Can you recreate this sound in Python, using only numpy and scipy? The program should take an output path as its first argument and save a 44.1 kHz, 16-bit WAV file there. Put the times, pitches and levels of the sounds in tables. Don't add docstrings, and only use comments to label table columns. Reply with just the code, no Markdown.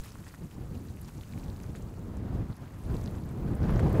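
import sys
import numpy as np
from scipy import signal
from scipy.fft import rfft, irfft
from scipy.io import wavfile
from scipy.ndimage import uniform_filter1d

SR = 44100
rng = np.random.default_rng(int(sys.argv[2]) if len(sys.argv) > 2 else 0)


def materialize(psi):
    bounded = np.clip(np.atleast_2d(psi).T, -1, 1)
    quanta = np.round(bounded * 32767).astype(np.int16)
    wavfile.write(sys.argv[1], SR, quanta)


def boost(x):
    u = np.asarray(x, float) / 20
    return 10 ** u


N = 176400


def read(points, hz):
    f, value = np.transpose(points)
    return np.interp(np.log(hz + 1), np.log(f + 1), value)


def curve(points, t):
    return np.interp(t, *np.transpose(points))


def bumps(rows, t):
    return sum(db * np.exp(-.5 * ((t - s) / width_s) ** 2) for s, width_s, db in rows)


def evened(x):
    return x / np.sqrt(np.mean(x ** 2) + 1e-20)


def lowpass(x, hz, order):
    return signal.sosfiltfilt(signal.butter(order, hz, fs=SR, output="sos"), x)


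def drift(hz):
    return evened(signal.sosfilt(signal.butter(2, hz, fs=SR, output="sos"), rng.standard_normal(N)))


def noise(colour_db, patch_db):
    hz = np.fft.rfftfreq(1024, 1 / SR)[:, None]
    t = np.arange(N // 256 + 5) * 256 / SR
    real, imaginary, patch = rng.standard_normal((len(t), 513, 3)).T
    size = boost(colour_db(hz, t) + 0 * t)
    size = size / np.sqrt((size ** 2).sum(0))
    patch = uniform_filter1d(patch, size=10, axis=0)
    patch = evened(uniform_filter1d(patch, size=8, axis=1))
    spectra = (real + 1j * imaginary) * size * boost(patch_db * patch)
    return evened(signal.istft(spectra, nperseg=1024, noverlap=768)[1][:N])


def steadied(x):
    width = round(.05 * SR)
    power = abs(uniform_filter1d(uniform_filter1d(x ** 2, width), width))
    slow = abs(uniform_filter1d(power, 8 * width))
    return x * (slow / power) ** (.7 / 2)


def snap(hz, cycles):
    u = np.arange(256) / SR * hz
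    x = u * np.exp(-2 * u / cycles) * np.sin(2 * np.pi * u)
    return x / abs(x).max()


def strikes(rows):
    tail_db, tail_s = -22, .0069
    echo_db, echo_s = -15, .002
    out = np.zeros(N + 2000)
    t = np.arange(800) / SR
    for s, db, hz in rows:
        octave = np.log2(hz / 1500)
        one = snap(hz, .8 + .42 * octave)
        drive = boost(tail_db) * rng.standard_normal(800) * np.exp(-t / tail_s) * np.sqrt(hz / SR)
        drive[0] += 1
        drive[round(echo_s * SR)] += boost(echo_db)
        gain_db = 2.5 - 4 * max(octave - 1, 0)
        x = np.convolve(drive, one) * boost(db + gain_db)
        at = max(round((s - .7 / hz) * SR), 0)
        out[at:at + len(x)] += x
    return out[:N]


# start_s [s], level_db [dB]
FLOW = [(0, -61.5), (.6, -64), (1.5, -68.5), (2.2, -57), (2.7, -56.5), (3.3, -60), (3.57, -56.5),
        (3.65, -46), (4, -47.5)]
# frequency_hz [Hz], level_db [dB per Hz]
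ROAR = [(150, 4), (400, -4), (900, -4), (1600, -9.5), (3000, -20), (5000, -24), (9000, -44)]


def roar():
    churn_db, churn_hz = 1.84, 30
    t = np.arange(N) / SR
    db = curve(FLOW, t) + .33 * bumps(BUFFETS, t) + churn_db * drift(churn_hz)
    return boost(db) * noise(lambda hz, t: read(ROAR, hz), patch_db=-1)


# start_s [s], level_db [dB]
CRUST = [(0.0, -61.5), (0.09, -63), (0.56, -68), (0.82, -66.5), (1.18, -63.5), (1.64, -65.5), (1.87, -69),
         (2.25, -75), (2.44, -74), (2.85, -67.5), (2.96, -62), (3.26, -70), (3.53, -71.5), (3.92, -64),
         (4.0, -65)]
# frequency_hz [Hz], level_db [dB per Hz]
SIZZLE = [(300, 13), (700, -2), (1500, -4.5), (3000, -7.5), (6500, -5.5), (11000, -7), (15500, -9)]
# start_s [s], width_s [s], extra_db [dB]
CRUMBLES = [(.01, 0.014, 3), (.055, 0.013, 7), (.085, 0.0078, 9.5), (.125, 0.0054, 1), (.272, 0.02, 9),
            (.305, .008, 2), (.347, 0.006, 7), (.52, 0.014, 6), (.545, 0.0044, 6), (1.087, 0.0086, 7.5),
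            (1.4, 0.019, 3.5), (1.76, 0.013, 11), (2.35, .008, 11), (2.95, 0.025, 1.5), (3.15, .01, 0),
            (3.797, .005, 15), (3.87, 0.0058, 0)]


def sizzle():
    cracks_per_s, spread_db = 2500, 3.3
    clump_db, clump_hz = 1.8, 18
    t = np.arange(N) / SR
    db = curve(CRUST, t)

    hiss_db = 5 + db.mean() + .75 * (db - db.mean())
    hiss = noise(lambda hz, t: read(SIZZLE, hz), patch_db=1.2) * boost(hiss_db)

    cracked = rng.random(N) < cracks_per_s / SR
    kind = rng.integers(0, 24, N)
    size_db = spread_db * np.minimum(rng.exponential(1, N), 3.2) + clump_db * drift(clump_hz)
    size = boost(size_db) * cracked
    cycles = rng.uniform(.7, 1.6, 24) * np.geomspace(1, 2, num=24)
    grains = np.zeros(N)
    for k, hz in enumerate(np.geomspace(900, 15000, num=24)):
        grain = signal.oaconvolve(size * (kind == k), snap(hz, cycles[k]))[:N]
        grains += boost(read(SIZZLE, hz)) * hz ** 0.48 * grain
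    near = evened(grains) * boost(1.5 + db)

    crumble_db = bumps(CRUMBLES, t)
    extra = hiss * (boost(.78 * crumble_db) - 1) + near * (boost(.69 * crumble_db) - 1)
    return hiss + near + lowpass(extra, 11000, order=1)


# start_s [s], peak_db [dB], pitch_hz [Hz], length_cycles [cycles]
RINGS = [(1.0133, -44, 11700, 8), (2.1703, -56, 10300, 10), (2.5677, -53, 11200, 12),
         (3.2582, -53, 12000, 12), (3.2585, -61, 7800, 10), (3.292, -57, 3640, 8), (3.3138, -51, 11700, 6),
         (3.4086, -52, 13500, 8), (3.563, -52, 15200, 8), (3.7787, -49, 6600, 10), (3.7787, -56, 13000, 10),
         (3.9294, -40, 13600, 4), (3.9294, -47, 7600, 3)]


def rings():
    out = np.zeros(N + 256)
    for s, db, hz, cycles in RINGS:
        at = round((s - cycles / 2 / hz) * SR)
        out[at:at + 256] += boost(db) * snap(hz, cycles)
    return out[:N]


# start_s [s], peak_db [dB], pitch_hz [Hz]
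DULL = [(0.1561, -39.5, 1090), (0.268, -45, 1740), (0.2981, -48.5, 2260), (0.3408, -41, 1330),
        (0.9716, -49, 2170), (1.2111, -42.5, 3540), (1.2355, -45, 2781), (1.3365, -44.5, 2200),
        (1.3778, -45, 2150), (1.6422, -44.5, 1420), (1.7519, -41.5, 1771), (2.5287, -48.5, 4000),
        (1.0915, -42.5, 900), (2.6586, -56, 3485), (3.0765, -39.5, 3900), (3.7951, -29.5, 1620)]
# start_s [s], peak_db [dB], pitch_hz [Hz]
BRIGHT = [(0.0046, -38.5, 6800), (0.0524, -44, 5473), (0.0582, -37, 10772), (0.0823, -50, 10772),
          (0.0917, -46.4, 5473), (0.1051, -43, 5473), (0.12, -40.5, 5473), (0.868, -47, 13500),
          (0.8863, -47.5, 4368), (0.9114, -52, 6800), (0.965, -41, 12200), (1.0166, -33, 10772),
          (1.047, -43, 5473), (1.0819, -54, 8596), (1.1177, -53, 8596), (1.1813, -46, 5473),
          (1.3973, -48, 4368), (1.4397, -43, 5473), (1.5008, -41.5, 4160), (1.5634, -47, 4368),
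          (1.6358, -40.5, 6400), (1.7191, -46, 8596), (1.8243, -41, 7000), (1.9668, -54, 4368),
          (1.9933, -48, 6859), (2.1703, -42.5, 6900), (2.5676, -50, 5400), (2.7879, -42, 10772),
          (2.8379, -42, 8596), (2.9671, -41, 4330)]
# start_s [s], peak_db [dB], pitch_hz [Hz]
LATE_SNAPS = [(3.0602, -36, 4800), (3.0598, -54, 1800), (3.0762, -49, 1800), (3.111, -37.5, 10800),
              (3.2386, -49, 4370), (3.2913, -40, 8650), (3.5129, -44, 10800), (3.5502, -40, 10300),
              (3.6258, -49, 13500), (3.707, -38, 10700), (3.8963, -38, 10500), (3.974, -41, 11600),
              (3.7951, -37, 8600)]
# start_s [s], peak_db [dB], pitch_hz [Hz]
WEAK_DULL = [
    (0.0464, -48, 1810),
    (0.2404, -50, 1820),
    (0.31, -49, 1800),
    (0.3469, -46, 1790),
    (0.9882, -57, 1800),
    (1.0864, -57, 1800),
    (1.771, -51, 1800),
    (3.1437, -50, 1800),
    (3.1504, -49, 1800),
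]
# start_s [s], band_level_db [dB], pitch_hz [Hz]
FAINT = [(0.0215, -50, 9900.0), (0.0355, -49.5, 4000.0), (0.0654, -45, 8460), (0.2225, -51, 8500.0),
         (0.2465, -49, 6300.0), (0.2883, -45.5, 5400.0), (0.3472, -56, 6300.0), (0.3953, -54, 7300.0),
         (0.4116, -52, 13500.0), (0.4622, -51, 11600.0), (0.5116, -54.5, 2900.0), (0.5169, -56, 2860),
         (0.544, -50, 7260), (0.6206, -61, 2500.0), (0.746, -58, 3400.0), (0.751, -57, 4600.0),
         (0.752, -53, 2490), (1.0776, -55, 2900.0), (1.1688, -50, 8500.0), (1.1776, -48, 7300.0),
         (1.3243, -50, 4000.0), (1.3846, -54, 8500.0), (1.4338, -52, 2500.0), (1.4829, -53, 3400.0),
         (1.5697, -52, 6300.0), (1.602, -53.5, 2480), (1.6323, -53, 6260), (1.6642, -55, 4600.0),
         (1.7056, -59, 4000), (1.7575, -54, 2900.0), (1.7655, -61, 4500), (1.8199, -51, 9900),
         (1.9403, -57.5, 2890), (1.9733, -54, 5400.0), (1.9875, -58, 7300), (2.0823, -55, 6300.0),
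         (2.523, -55, 4000.0), (2.5564, -53, 6300.0), (2.5712, -53, 5400.0), (2.679, -54.5, 2460),
         (2.8535, -51.5, 4600.0), (2.911, -54, 4600), (2.943, -51, 2940), (2.9525, -51, 7300),
         (3.0137, -47, 6000), (3.0406, -46, 6300.0), (3.1506, -57, 2900.0), (3.1543, -50, 5400.0),
         (3.1838, -55, 3400.0), (3.3721, -50, 13500.0), (3.4235, -56, 13500.0), (3.5539, -44, 8500.0),
         (3.5706, -47, 13500.0), (3.6315, -47, 5400.0), (3.76, -43.5, 5400), (3.8832, -48, 5400.0),
         (3.9014, -53, 7300.0)]


def snaps():
    faint = [(s, db + 3.5, hz) for s, db, hz in FAINT]
    return strikes(list(DULL) + list(BRIGHT) + list(LATE_SNAPS) + list(WEAK_DULL) + faint)


# start_s [s], peak_db [dB], pitch_hz [Hz]
SLAPS = [
    (2.934, -42, 695),
    (2.956, -38, 690),
    (3.605, -45, 696),
    (3.658, -32, 700),
    (3.696, -25, 690),
    (3.864, -30, 696),
]


def slaps():
    return strikes(list(SLAPS))


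# start_s [s], level_db [dB]
GUST = [(0.0, -46.5), (0.37, -49), (0.46, -40), (0.5, -49.5), (0.59, -38.5), (1.14, -44.5), (1.18, -37),
        (1.24, -46.5), (1.39, -37), (1.88, -40.5), (2.41, -32.5), (2.53, -48), (2.82, -40.5), (2.95, -27.5),
        (2.97, -35.5), (3.3, -37), (3.95, -22.5), (4.0, -19.5)]
# start_s [s], width_s [s], extra_db [dB]
BUFFETS = [(.2, 0.019, 7), (0.428, 0.015, 7), (0.755, 0.031, 3), (1.03, 0.015, 4.5), (1.095, 0.0084, 3.5),
           (1.33, 0.023, 1.5), (1.49, 0.032, 1.5), (1.6, 0.036, -1.5), (1.83, 0.038, 2),
           (1.706, 0.021, 2.5), (2.147, 0.021, 1.5), (2.35, 0.013, 2.5), (2.395, 0.019, 1.5),
           (2.51, 0.015, 12.5), (2.617, 0.019, 6), (2.89, 0.014, 2.5), (3.007, 0.022, 2),
           (3.12, 0.032, 1.5), (3.428, 0.037, 3), (3.506, 0.025, 3.5), (3.624, 0.011, 6), (3.695, 0.029, 4),
           (3.78, 0.034, 3.5), (3.864, 0.013, 6), (3.955, 0.011, 0.5)]
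# frequency_hz [Hz], level_db [dB per Hz]
CALM = [(20, -28), (55, 5.5), (110, -0.5), (230, -7), (530, -29), (1100, -30.5), (2600, -46.5), (8000, -43)]
# frequency_hz [Hz], level_db [dB per Hz]
STRONG = [(20, -5), (55, 0.5), (100, 0), (330, -12), (770, -25), (1500, -36), (3000, -49), (8000, -59.5)]


def wind():
    calm_db, strong_db = -59, -29.5
    lag_s = .03
    lump_db, lump_hz = .6, 12
    flicker_db, flicker_hz = 1.2, 78

    def colour_db(hz, t):
        mean_db = (curve(GUST, t - lag_s) + curve(GUST, t) + curve(GUST, t + lag_s)) / 3
        strength = (mean_db - calm_db) / (strong_db - calm_db)
        return read(CALM, hz) + strength * (read(STRONG, hz) - read(CALM, hz))

    t = np.arange(N) / SR
    x = noise(colour_db, patch_db=1.3)
    low = lowpass(x, 400, order=2)
    gust_db = curve(GUST, t)
    smooth_db = uniform_filter1d(gust_db, round(3 * lag_s * SR))
    quick_db = gust_db - smooth_db + bumps(BUFFETS, t) + lump_db * drift(lump_hz)
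    rumble = steadied(low) * boost(quick_db)
    rush = steadied(x - low) * boost(.5 * quick_db)
    return (rumble + rush) * boost(smooth_db + flicker_db * drift(flicker_hz))


def scene():
    return (roar() + sizzle() + rings() + snaps() + slaps() + wind())[None]


def roll_off(x):
    return signal.sosfilt(signal.butter(12, 15680, fs=SR, output="sos"), x)


# centre_hz [Hz], width_hz [Hz], level_db [dB]
DIPS = [(5300, 400, -1), (9400, 450, -2), (12750, 280, -2.3)]


def record(dry):
    low_cut_hz, edge_hz = 31, 15720
    hz = np.fft.rfftfreq(N, 1 / SR)
    dips_db = sum(db * np.exp(-.5 * ((hz - f) / width) ** 2) for f, width, db in DIPS)
    low_cut = hz ** 2 / np.sqrt(hz ** 4 + low_cut_hz ** 4)
    mix = irfft(rfft(dry) * boost(dips_db) * (hz < edge_hz) * low_cut, N)
    return roll_off(mix)


dry = scene()
out = record(dry)
materialize(out)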